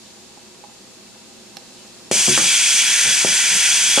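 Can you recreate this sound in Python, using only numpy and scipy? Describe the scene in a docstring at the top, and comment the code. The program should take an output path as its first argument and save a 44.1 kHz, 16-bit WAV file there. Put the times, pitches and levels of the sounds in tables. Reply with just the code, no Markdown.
"""Inside a pick-and-place machine

In a steel cabinet a fan hums, air leaks faintly and small parts tick and scrape. A valve snaps open
and a vacuum ejector hisses loudly from then on, while the pneumatic head knocks, shudders and travels.
The nearest wall throws the sound back a few milliseconds later."""
import sys
import numpy as np
from scipy import signal
from scipy.fft import rfft, irfft
from scipy.io import wavfile
from scipy.ndimage import uniform_filter1d

SR = 44100
rng = np.random.default_rng(int(sys.argv[2]) if len(sys.argv) > 2 else 0)


def unload_wav(signal):
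    """Save mono or channel-first audio to the path in sys.argv[1] as 16-bit WAV at rate SR, clipped to [-1, 1]."""
    wavfile.write(
        sys.argv[1],
        SR,
        np.round(np.clip(np.atleast_2d(signal).T, -1, 1) * 32767).astype(np.int16),
    )


N = 176400
TIME = np.arange(N) / SR
FREQS = np.arange(N // 2 + 1) * SR / N


def undb(db):
    """Decibels to gain."""
    return 10 ** (np.asarray(db) / 20)


def unit(x):
    """Scale to rms 1."""
    return x / np.sqrt(np.mean(x ** 2))


def pan(db):
    """Stereo gains that put the left db above the right."""
    return undb(db * np.array([[.5], [-.5]]))


def contour(points):
    """A dB curve over the spectrum, joining (Hz, dB) points on a log-frequency axis."""
    hz, db = np.array(points, float).T
    return np.interp(np.log(FREQS + 1), np.log(hz), db)


def noise(gain):
    """Noise of rms 1, coloured by a gain per frequency bin."""
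    return unit(irfft(rfft(rng.standard_normal(N)) * gain, N))


def walk(rate):
    """A smooth random drift that takes rate steps a second."""
    hold = max(int(SR / rate), 2)
    steps = rng.standard_normal(N)[np.arange(N) // hold]
    return 0.96 * uniform_filter1d(uniform_filter1d(steps, hold), hold)


def burst(t, db, decay_s, top_hz):
    """Dying noise, dull above top_hz."""
    raw = rng.standard_normal(len(t)) * np.exp(-t / decay_s) * np.sqrt(SR / 2 / top_hz)
    return undb(db) * signal.sosfilt(signal.butter(4, top_hz, fs=SR, output="sos"), raw)


def wall(x, delay_s=.00682, gain=0.36, dull_hz=2680):
    """Add the dull, inverted echo of the nearest wall."""
    echo = gain * np.exp(-2j * np.pi * FREQS * delay_s) / (1 + (FREQS / dull_hz) ** 2)
    response = irfft(1 - echo, N)[None, :N // 20]
    return signal.fftconvolve(np.atleast_2d(x), response, axes=1)[:, :N]


def cabinet(x, room_db, t60_s=0.33):
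    """Add the wall echo and the cabinet's short diffuse ring, different left and right."""
    t = TIME[:N // 8]
    tail = rng.standard_normal((2, len(t))) * undb(-60 * t / t60_s) * (t > .002)
    tail /= np.sqrt(np.sum(tail ** 2, axis=1, keepdims=True))
    return wall(x) + undb(room_db) * signal.fftconvolve(np.atleast_2d(x), tail, axes=1)[:, :N]


def strike(blows, modes, crack, rattle, room_db):
    """Blows ring a part's modes, with a crack and a duller rattle, each given as (dB, decay s, top Hz)."""
    t = TIME[:N // 4]
    ring = sum(undb(db - 60 * t / t60) * np.sin(2 * np.pi * hz * t) for hz, db, t60 in modes)
    hits = np.zeros(2 * N)
    for start_s, db in blows:
        at = int(start_s * SR)
        hits[at:at + len(t)] += undb(db) * (ring + burst(t, *crack) + burst(t, *rattle))
    bass_cut = signal.butter(4, 143, "high", fs=SR, output="sos")  # small parts radiate no deep bass
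    return cabinet(signal.sosfilt(bass_cut, hits[:N]), room_db)


def fan(level_db=-49.5, spread=0.59):
    """The fan's low, wide rush of air, coloured by the wall."""
    # Each row: frequency in Hz, relative level in dB.
    spectrum = [(20, -17), (60, -16), (95, -13.5), (125, -12.5), (200, -0.5), (370, -3.5), (600, -8.5),
                (850, -10.5), (1200, -13), (2000, -15), (2800, -15), (4000, -44)]
    mid, side = (unit(wall(noise(undb(contour(spectrum))))) for _ in range(2))
    return undb(level_db) * pan(-0.5) * (mid + spread * side * np.array([[1], [-1]]))


def air_leak(level_db=-46):
    """Leaking air: a faint, diffuse hiss that wavers slightly."""
    # Each row: frequency in Hz, relative level in dB.
    spectrum = [(1500, -20), (3000, -0.5), (4400, 4), (5700, 0), (7300, 3.5), (8200, -4.5), (9500, -4),
                (11500, -11.5), (15000, -24)]
    hiss = np.array([noise(undb(contour(spectrum))) for _ in range(2)])
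    return hiss * undb(level_db + 0.53 * walk(3.7))


def wavering_tones(flicker_db=1.7):
    """Wavering low tones where the wall echo colours the fan's rush, a low hum and a thin high whine."""
    # Each row: pitch in Hz, level in dB, left over right in dB, phase waver in radians.
    tones = [(120, -64, 0, .4), (212, -62, 0, 1.6), (365, -61, -1, .9), (511, -68, 0, 1.6),
             (802, -68, -5, 1.5), (958, -70, -4, 1.2), (2638, -65, 0, 1.2), (4538, -71, 0, .6),
             (4606, -72, 0, .8), (5390, -65, -10, .2), (6289, -69, -2, .3), (7800, -71, 0, .15),
             (8360, -74, 0, .15), (8452, -73, 0, .15), (9006, -74, -2, .2)]
    drone = 0
    for hz, db, lean, waver in tones:
        gain = undb(db + flicker_db * walk(7.9)) * pan(lean)
        drone += gain * np.sqrt(2) * np.sin(2 * np.pi * hz * TIME + waver * walk(40))
    return drone


def scrapes():
    """Faint, thin scrapes: rough tones that hold their pitch or slide down."""
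    # Each row: middle and half length in seconds, pitch in Hz, fall in octaves per second,
    # roughness as a fraction of the pitch, level in dB.
    strokes = [(.064, .008, 3700, 0, .28, -47), (1.77, .025, 3900, 4, .12, -54),
               (1.81, .02, 2950, 2, .05, -53)]
    scraping = 0
    for middle_s, half_s, hz, fall, rough, db in strokes:
        offset = np.clip(TIME - middle_s, -5 * half_s, 5 * half_s)
        pitch = hz * 2 ** (-fall * offset) * (1 + rough * walk(2500))
        swell = undb(db) * np.exp(-.5 * (offset / half_s) ** 2)
        scraping += swell * np.sin(2 * np.pi * np.cumsum(pitch) / SR)
    return cabinet(scraping, room_db=-3)


def cover_taps():
    """Soft taps ring a cover briefly."""
    # Each row: start in seconds, level in dB.
    taps = [(.374, -39.5), (.633, -49), (.639, -34.5), (.697, -43), (1.158, -43)]
    # The cover's modes. Each row: pitch in Hz, level in dB, seconds to fall 60 dB.
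    modes = [(828, -0.5, 0.046), (950, -7.5, .04), (2240, -13, 0.023)]
    return strike(taps, modes, crack=(-19, .005, 3500), rattle=(-21, .015, 1200), room_db=-6)


def switch_clicks():
    """Sharp, relay-like clicks ring a small switch body."""
    # Each row: start in seconds, level in dB.
    clicks = [(1.5697, -26), (1.877, -42)]
    # The body's modes. Each row: pitch in Hz, level in dB, seconds to fall 60 dB.
    modes = [(795, -10, .05), (1800, -15, .012), (2767, -15, .025), (4250, 0, .012), (5300, 0, .012),
             (8900, -5, .005), (12600, -10, .005)]
    return strike(clicks, modes, crack=(-6, .0015, 9000), rattle=(-17, .007, 4000), room_db=-11)


def carriage():
    """The carriage rumbles in low swells as it speeds up or brakes."""
    # Each row: middle in seconds, half length in seconds, level in dB.
    moves = [(2.184, 0.024, -39), (2.437, 0.032, -37), (3.081, 0.028, -35.5), (3.287, .04, -40),
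             (3.543, 0.043, -40.5)]
    # Each row: frequency in Hz, relative level in dB.
    rumble = [(50, -25), (115, -3), (175, 6), (270, -11), (520, -6), (900, -19), (3000, -45)]
    effort = sum(undb(db) * np.exp(-.5 * ((TIME - s) / half) ** 2) for s, half, db in moves)
    return cabinet(effort * noise(undb(contour(rumble))), room_db=-9.5)


def frame_shudder():
    """The head runs against its stop and the gantry frame shudders."""
    # Each row: start in seconds, level in dB.
    stops = [(2.277, -16), (2.2825, -16.5)]
    # The frame's modes. Each row: pitch in Hz, level in dB, seconds to fall 60 dB.
    modes = [(138, -5.5, 0.58), (203, -6, 0.097), (238, -13, 0.048), (364, -4, 0.14), (478, -5.5, 0.057)]
    return strike(stops, modes, crack=(-5.5, .005, 1000), rattle=(-6.5, .029, 423), room_db=-6.5)


def head_clacks():
    """Metal meets metal and rings the pick-up head."""
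    # Each row: start in seconds, level in dB.
    clacks = [(2.3772, -13.5), (2.399, -22.5), (3.9835, -15)]
    # The head's modes. Each row: pitch in Hz, level in dB, seconds to fall 60 dB.
    modes = [(330, -17, 0.15), (550, -1, 0.023), (834, -6.5, 0.033), (1340, 6.5, 0.0075),
             (2940, 0.5, 0.0088)]
    return strike(clacks, modes, crack=(-3, .0016, 6000), rattle=(-11, .02, 1690), room_db=-4)


def valve_knocks():
    """The valve snaps over and knocks its block."""
    # Each row: start in seconds, level in dB.
    knocks = [(2.1132, -5), (3.2479, -8.5), (3.9762, -7.5), (3.9799, -12), (3.9836, -32)]
    # The block's modes. Each row: pitch in Hz, level in dB, seconds to fall 60 dB.
    modes = [(200, -25, .06), (415, -6, .012), (570, 1, .008), (540, -27, .14), (830, -22, .045)]
    return strike(knocks, modes, crack=(-12, .003, 7000), rattle=(-25, .04, 650), room_db=-7)


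def jet_hiss(bass_db=-41.5):
    """The air jet rings its exhaust passages; three bands swell and sink above a steady bass."""
    # Each row: frequency in Hz, relative level in dB.
    spectrum = [(25, -23), (80, -26.5), (180, -24.5), (500, -22), (1000, -12), (1250, -17.5), (1450, -6.5),
                (2050, -4.5), (2300, 2.5), (2950, -0.5), (3350, 4), (3750, -4.5), (4450, -6), (4700, -1.5),
                (5600, -3.5), (6150, 2.5), (6550, -1.5), (7900, -0.5), (8100, -4.5), (8600, 0),
                (9450, -3.5), (9950, -11), (10500, -8), (11500, -13.5), (12100, -27), (12800, -22),
                (15000, -38)]
    # Narrow resonances. Each row: centre in Hz, width in Hz, lift in dB.
    passages = [(2233, 25, 4), (2323, 35, 5), (2476, 40, 5), (2624, 45, 5), (2775, 35, 4), (2931, 40, 5),
                (3276, 55, 4), (3365, 25, 5), (3526, 40, 4), (3844, 25, 6), (4840, 35, 5), (5434, 35, 4),
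                (5648, 35, 5), (6128, 40, 4), (6242, 55, 4), (6706, 55, 4), (7350, 40, 3)]
    # Crossovers in Hz between bass, low middle, middle and treble.
    crossovers = [1300, 2050, 4100]
    # Each row: time in seconds, then treble, middle and low middle levels in dB.
    band_levels = [(2.15, -16.5, -23, -34.5), (2.316, -17, -23.5, -33), (2.34, -16.5, -20, -26),
                   (2.36, -19, -19, -32.5), (2.38, -15.5, -24.5, -27), (2.396, -18, -23, -31.5),
                   (2.486, -17.5, -19.5, -32.5), (2.78, -16.5, -21, -31), (2.794, -16, -19, -30),
                   (2.814, -18, -18.5, -35), (2.84, -18.5, -20.5, -29.5), (3.002, -17.5, -21, -26.5),
                   (3.222, -18, -21.5, -30.5), (3.258, -20.5, -28, -32), (3.268, -18.5, -22.5, -29.5),
                   (3.384, -17.5, -21, -27.5), (3.944, -17.5, -20.5, -31), (3.96, -17, -20, -30.5)]
    lift_db = sum(db / (1 + (2 * (FREQS - hz) / width) ** 2) for hz, width, db in passages)
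    colour = undb(contour(spectrum) + lift_db)
    seconds, treble, middle, low = np.array(band_levels).T
    levels = [bass_db] + [np.interp(TIME, seconds, db) for db in (low, middle, treble)]
    band = np.searchsorted(crossovers, FREQS)
    return sum(noise(colour * (band == k)) * undb(db) for k, db in enumerate(levels))


def ejector(open_s=2.113, rise_s=0.022, first_flow=0.59, left_lag_s=.000025):
    """The jet builds once the valve opens; it beams unevenly, and the cabinet scatters the rest."""
    # Each row: frequency in Hz, left over right in dB.
    beam = [(1000, -1.5), (3500, 0.5), (5400, 0.5), (6200, -5), (6750, 5.5), (7500, 4), (8300, 0),
            (9600, 5.5), (10000, -0.5)]
    # Each row: frequency in Hz, scattered over direct sound in dB.
    scatter = [(200, -4), (900, -4), (2400, -15.5), (3300, -16), (4000, -2.5), (4800, -7), (8000, -8),
               (12000, -3)]
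    direct, left, right = (jet_hiss() for _ in range(3))
    lag = np.exp(-2j * np.pi * FREQS * np.array([[.5], [-.5]]) * left_lag_s)
    beamed = rfft(direct) * pan(contour(beam)) * lag
    scattered = rfft(np.array([left, right])) * undb(contour(scatter))
    age = np.maximum(TIME - open_s, 0)
    flow = (TIME > open_s) * (1 - (1 - first_flow) * np.exp(-age / rise_s))
    flutter = undb(0.4 * walk(30.67))
    return cabinet(irfft(beamed + scattered, N) * flow * flutter, room_db=-14)


def scene():
    """Knocks, ticks and the air jet over an idling bed that swells slightly."""
    knocks = valve_knocks() + frame_shudder() + head_clacks()
    ticks = pan(-7) * (switch_clicks() + cover_taps())  # off to the right
    swell = undb(np.interp(TIME, [0, 1.3, 2.0], [-.5, 0, 1.3]))
    bed = (fan() + air_leak() + wavering_tones()) * swell
    return bed + ejector() + carriage() + scrapes() + knocks + ticks


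def record(dry, top_hz=15100):
    """Clip at full scale and cut the highest treble steeply."""
    lowpass = signal.ellip(8, .2, 70, top_hz, fs=SR, output="sos")
    return signal.sosfilt(lowpass, np.clip(dry, -1, 1))


dry = scene()
out = record(dry)
unload_wav(out)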